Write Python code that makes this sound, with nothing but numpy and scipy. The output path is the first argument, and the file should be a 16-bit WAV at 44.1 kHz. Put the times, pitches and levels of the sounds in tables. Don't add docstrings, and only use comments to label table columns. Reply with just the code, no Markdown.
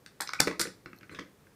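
import sys
import numpy as np
from scipy import signal
from scipy.fft import rfft, irfft
from scipy.io import wavfile
from scipy.ndimage import uniform_filter1d

SR = 44100
rng = np.random.default_rng(int(sys.argv[2]) if len(sys.argv) > 2 else 0)


def wrap_up_sound(samples):
    columns = np.atleast_2d(samples).T
    tamed = np.clip(columns, -1, 1)
    steps = np.round(tamed * 32767).astype(np.int16)
    wavfile.write(sys.argv[1], SR, steps)


N = 68355
HIT_T = np.arange(SR // 3) / SR
ROOM_T = np.arange(2 * SR // 3) / SR


# t/s, thump level/dB, thump centre f/Hz, knock level/dB, knock centre f/Hz,
# crack level/dB, crinkle level/dB, rattle t60/s, room send/dB. contact() trims the four levels.
CONTACT_LOG = [ (0.0618, -63, 294, -51.5, 1870, -51, -58, 0.013, -3),
               (0.2037, -52.5, 440, -35, 1178, -46, -63, 0.018, -1),
               (0.2072, -54, 437, -42.5, 1390, -37, -34, 0.018, -1.5),
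               (0.2177, -74, 400, -41, 1310, -47, -48, 0.006, -23),
               (0.2201, -82, 400, -43, 1300, -42.5, -46, .016, -7),
               (0.2738, -63, 395, -46.5, 2220, -40.5, -62, 0.016, -2),
               (0.291, -64, 400, -37, 1490, -40, -63.5, 0.0089, -5),
               (0.3341, -56.5, 400, -32.5, 1560, -39, -47, 0.016, -3.5),
               (0.3997, -35.5, 202, -29.5, 1182, -41, -37, 0.012, -1),
               (0.4025, -35, 470, -26.5, 1476, -24, -28.5, 0.0029, -6),
               (0.404, -38, 182, -29.5, 2050, -20.5, -24, .007, -7),
               (0.4722, -28, 392, -32.5, 1840, -39, -47, 0.026, -3),
               (0.479, -44, 480, -31.5, 1580, -43, -53, 0.029, -6.5),
               (0.511, -43.5, 530, -40, 1600, -49.5, -68.5, 0.016, -4),
               (0.5947, -45.5, 300, -38, 1550, -35.5, -35.5, 0.011, -5.5),
               (0.5974, -38.5, 352, -33, 1510, -29.5, -35, 0.039, -2),
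               (0.607, -43, 199, -47, 1500, -39, -34.5, 0.01, -2),
               (0.6134, -49, 176, -34, 2050, -29, -29, 0.031, -4.5),
               (0.6538, -42.5, 302, -41, 1540, -72, -67.5, 0.021, -5),
               (0.6713, -46, 240, -46, 1730, -54.5, -61, 0.013, -9),
               (0.8591, -48, 238.5, -44.5, 1746, -56, -73.5, 0.015, -4),
               (0.931, -52.5, 288, -49, 1725, -68, -84.5, 0.016, -7),
               (1.01, -57.5, 197, -57.5, 1993, -68, -83.5, 0.034, 0.5),
               (1.031, -59.5, 300, -52, 1850, -64, -79.5, 0.029, -4.5),
               (1.094, -55.5, 280, -48.5, 1950, -66, -78.5, 0.062, -5),
               (1.113, -51, 257, -54.5, 1546, -65, -66, 0.1, 6.5),
               (1.1473, -55, 243, -49, 2340, -56, -67.5, 0.039, 1.5),
               (1.1884, -41.5, 270, -39, 1480, -53.5, -70, .014, -6),
               (1.193, -44, 268, -44, 2580, -50, -61.5, 0.02, -2),
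               (1.469, -69.5, 300, -61, 1740, -81, -82, 0.017, -7)]

def falling_bottle(room_delay_s=0.005):
    out = np.zeros(N)
    walls = room_bands()
    for start, *blow, send_db in CONTACT_LOG:
        hit = contact(*blow)
        add(out, start, hit)
        add(out, start + room_delay_s, undb(send_db) * reflections(hit, *walls))
    return out


# f/Hz, relative level/dB, t60/s
BOWL_MODES = [(170, -10, 0.2), (186.5, -6, 0.14), (278.5, -8.5, 0.1), (339.6, 1.5, 0.039),
              (420, -7.5, 0.092), (490, 0, 0.045), (523, -9.5, 0.056), (613, -9, .06)]
BOTTLE_MODES = [(835, -7.5, 0.024), (1050, -7, .022), (1270, -4, .022), (1497, -1, .022),
                (1690, -3.5, 0.018), (2016, -3.5, .024), (2206, -5.5, .026), (2473, -7.5, 0.02)]
RIB_MODES = [(3440, -3.5, 0.027), (3610, -8, 0.024), (4138, -0.5, 0.014), (4630, -0.5, .012),
             (5060, 1, 0.0092), (5460, -8, 0.02), (6223, -5, 0.024)]
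# f/Hz, relative level/dB
SKIN_SPECTRUM = [(5500, -33), (6900, -3), (7500, 2), (9000, 1), (10500, -4.5), (11700, -10), (13000, -5),
                 (15000, -14), (16000, -29.5)]

def contact(thump_db, thump_hz, knock_db, knock_hz, crack_db, crinkle_db, t60):
    attack = 1 - np.exp(-HIT_T / 0.00036)
    crack_hz = 5000 * 2 ** (0.01 * min(crinkle_db - crack_db, 0))
    thump = struck(BOWL_MODES, thump_hz, octave_db=7.5, spread=1.7, dense_db=-5.5, t60=0.022)
    knock = struck(BOTTLE_MODES, knock_hz, octave_db=7, spread=1.55, dense_db=-1.5, t60=t60)
    crack = struck(RIB_MODES, crack_hz, octave_db=13.5, spread=1.45, dense_db=3.5, t60=t60)
    crinkle = colour(rng.standard_normal(len(HIT_T)), SKIN_SPECTRUM) * fade(HIT_T, t60)
    return (burst(attack * thump, thump_db + 2.5) + burst(attack * knock, knock_db - 0.5)
            + burst(attack * crack, crack_db - 1) + burst(attack * crinkle, crinkle_db - 1.5))


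def struck(modes, centre_hz, octave_db, spread, dense_db, t60):
    favoured = [(hz, db - octave_db * np.log2(hz / centre_hz) ** 2, decay) for hz, db, decay in modes]
    band = signal.butter(5, (centre_hz / spread, centre_hz * spread), "band", fs=SR, output="sos")
    dense = signal.sosfilt(band, rng.standard_normal(len(HIT_T)) * fade(HIT_T, t60))
    return ring(favoured) + undb(dense_db) * unit(dense)


def ring(modes, scatter_db=2):
    hz, db, t60 = np.array(modes).T[:, :, None]
    scatter, side = rng.standard_normal((2, len(modes), 1))
    strength = np.sign(side) * undb(db + scatter_db * scatter)
    return unit(np.sum(strength * fade(HIT_T, t60) * np.sin(2 * np.pi * hz * HIT_T), axis=0))


# t/s, length/s, f/Hz, level/dB
SLIDES = [(0.39, .011, 2414, -31), (1.105, 0.032, 4200, -59.5), (1.146, 0.0073, 2560, -43),
          (1.147, 0.01, 3750, -56)]

def squeaks(waver=0.031):
    out = np.zeros(N)
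    for start, length, hz, db in SLIDES:
        swell = np.sqrt(np.abs(np.sin(np.pi * np.minimum(HIT_T / length, 1))))
        drift = uniform_filter1d(rng.standard_normal(len(HIT_T)), size=100)
        pitch = hz * (1 + waver * drift / np.std(drift))
        add(out, start, undb(db) * swell * np.sin(2 * np.pi * np.cumsum(pitch) / SR))
    return out


# t/s, level/dB
TABLE_BLOWS = [(0.3988, -39), (0.612, -51), (1.122, -60), (1.189, -51.5)]

def table_thuds(push_s=0.0083, ring_hz=111, ring_db=-4):
    push = np.sin(np.pi * np.minimum(HIT_T / push_s, 1)) ** 2
    tone = np.sin(2 * np.pi * ring_hz * HIT_T) * fade(HIT_T, t60=0.086)
    thud = unit(push) + undb(ring_db) * unit(tone)
    out = np.zeros(N)
    for start, db in TABLE_BLOWS:
        add(out, start, burst(thud, db))
    return out


# t/s, level/dB
FLEX_TICKS = [(0.963, -67.5), (0.977, -69), (0.9872, -60.5)]
# f/Hz, relative level/dB, t60/s
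FLEX_MODES = [(4270, 0.5, .015), (5570, -2.5, 0.012), (6310, -2.5, 0.0087), (12230, 1, .012),
              (12770, -7.5, .01)]

def ticks():
    out = np.zeros(N)
    for start, db in FLEX_TICKS:
        add(out, start, burst(ring(FLEX_MODES), db))
    return out


# f/Hz, level/dB, t60/s
REVERB_BANDS = [(100, -0.5, 0.18), (250, -2.5, 0.4), (500, -2.5, 0.3), (961, -2, 0.25), (2040, -3, 0.27),
                (4000, -3.5, 0.29), (8000, -5.5, 0.24), (15000, -11.5, .25)]

def room_bands(build_s=0.0048, early_db=-5.5):
    hz, db, t60 = np.array(REVERB_BANDS).T
    log_f = np.log(np.maximum(np.fft.rfftfreq(len(ROOM_T), 1 / SR), 1))
    shares = [np.interp(log_f, np.log(hz), row) for row in np.eye(len(hz))]
    build = np.minimum(ROOM_T / build_s, 1)
    early = undb(early_db) * unit(build * fade(ROOM_T, t60=0.11))
    tails = [undb(level) * unit(build * fade(ROOM_T, decay)) for level, decay in zip(db, t60)]
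    return np.array(shares), np.hypot(early, tails)


def reflections(hit, shares, envelopes):
    bands = irfft(shares * rfft(rng.standard_normal(len(ROOM_T))), len(ROOM_T))
    return signal.fftconvolve(hit, np.sum(bands * envelopes, axis=0))


# f/Hz, relative level/dB (spectral density)
ROOM_TONE_SPECTRUM = [(25, -17), (60, -3), (110, 0.5), (170, 2.5), (280, -5.5), (450, -5), (700, -13.5),
                      (1200, -15), (1900, -18), (3000, -23.5), (6000, -25), (12000, -28), (16000, -28)]

def room_tone(rms_db=-60.5):
    air = colour(rng.standard_normal(N), ROOM_TONE_SPECTRUM)
    return undb(rms_db) * air / np.std(air)


def undb(db):
    return 10 ** (np.asarray(db) / 20)


def unit(x):
    return x / np.sqrt(np.sum(x ** 2) + 1e-18)


def burst(x, db, window_s=0.01):
    return unit(x) * undb(db) * np.sqrt(window_s * SR)


def fade(t, t60):
    return np.exp(-np.log(1000) * t / t60)


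def add(out, start, x):
    i = int(start * SR)
    out[i:i + len(x)] += x[:len(out) - i]


def colour(x, points):
    hz, db = np.array(points).T
    f = np.maximum(np.fft.rfftfreq(len(x), 1 / SR), 1)
    gain = undb(np.interp(np.log(f), np.log(hz), db))
    return irfft(rfft(x) * gain, len(x))


# f/Hz, level/dB
MIC_POSITION = [(100, 0), (200, 0.5), (500, -0.5), (750, -1.5), (1100, -0.5), (1600, 1), (2300, 0.5),
                (2900, -2), (3700, 0.5), (5300, 0.5), (6600, -2.5), (8000, 0)]

def scene():
    drop = falling_bottle() + table_thuds() + ticks() + squeaks()
    return (colour(drop, MIC_POSITION) + room_tone())[None]


def record(dry, low_cut_hz=35, top_hz=15500):
    low_cut = signal.butter(1, low_cut_hz, "high", fs=SR, output="sos")
    high_cut = signal.ellip(10, 0.2, 80, top_hz, fs=SR, output="sos")
    return signal.sosfilt(high_cut, signal.sosfilt(low_cut, dry))


dry = scene()
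out = record(dry)
wrap_up_sound(out)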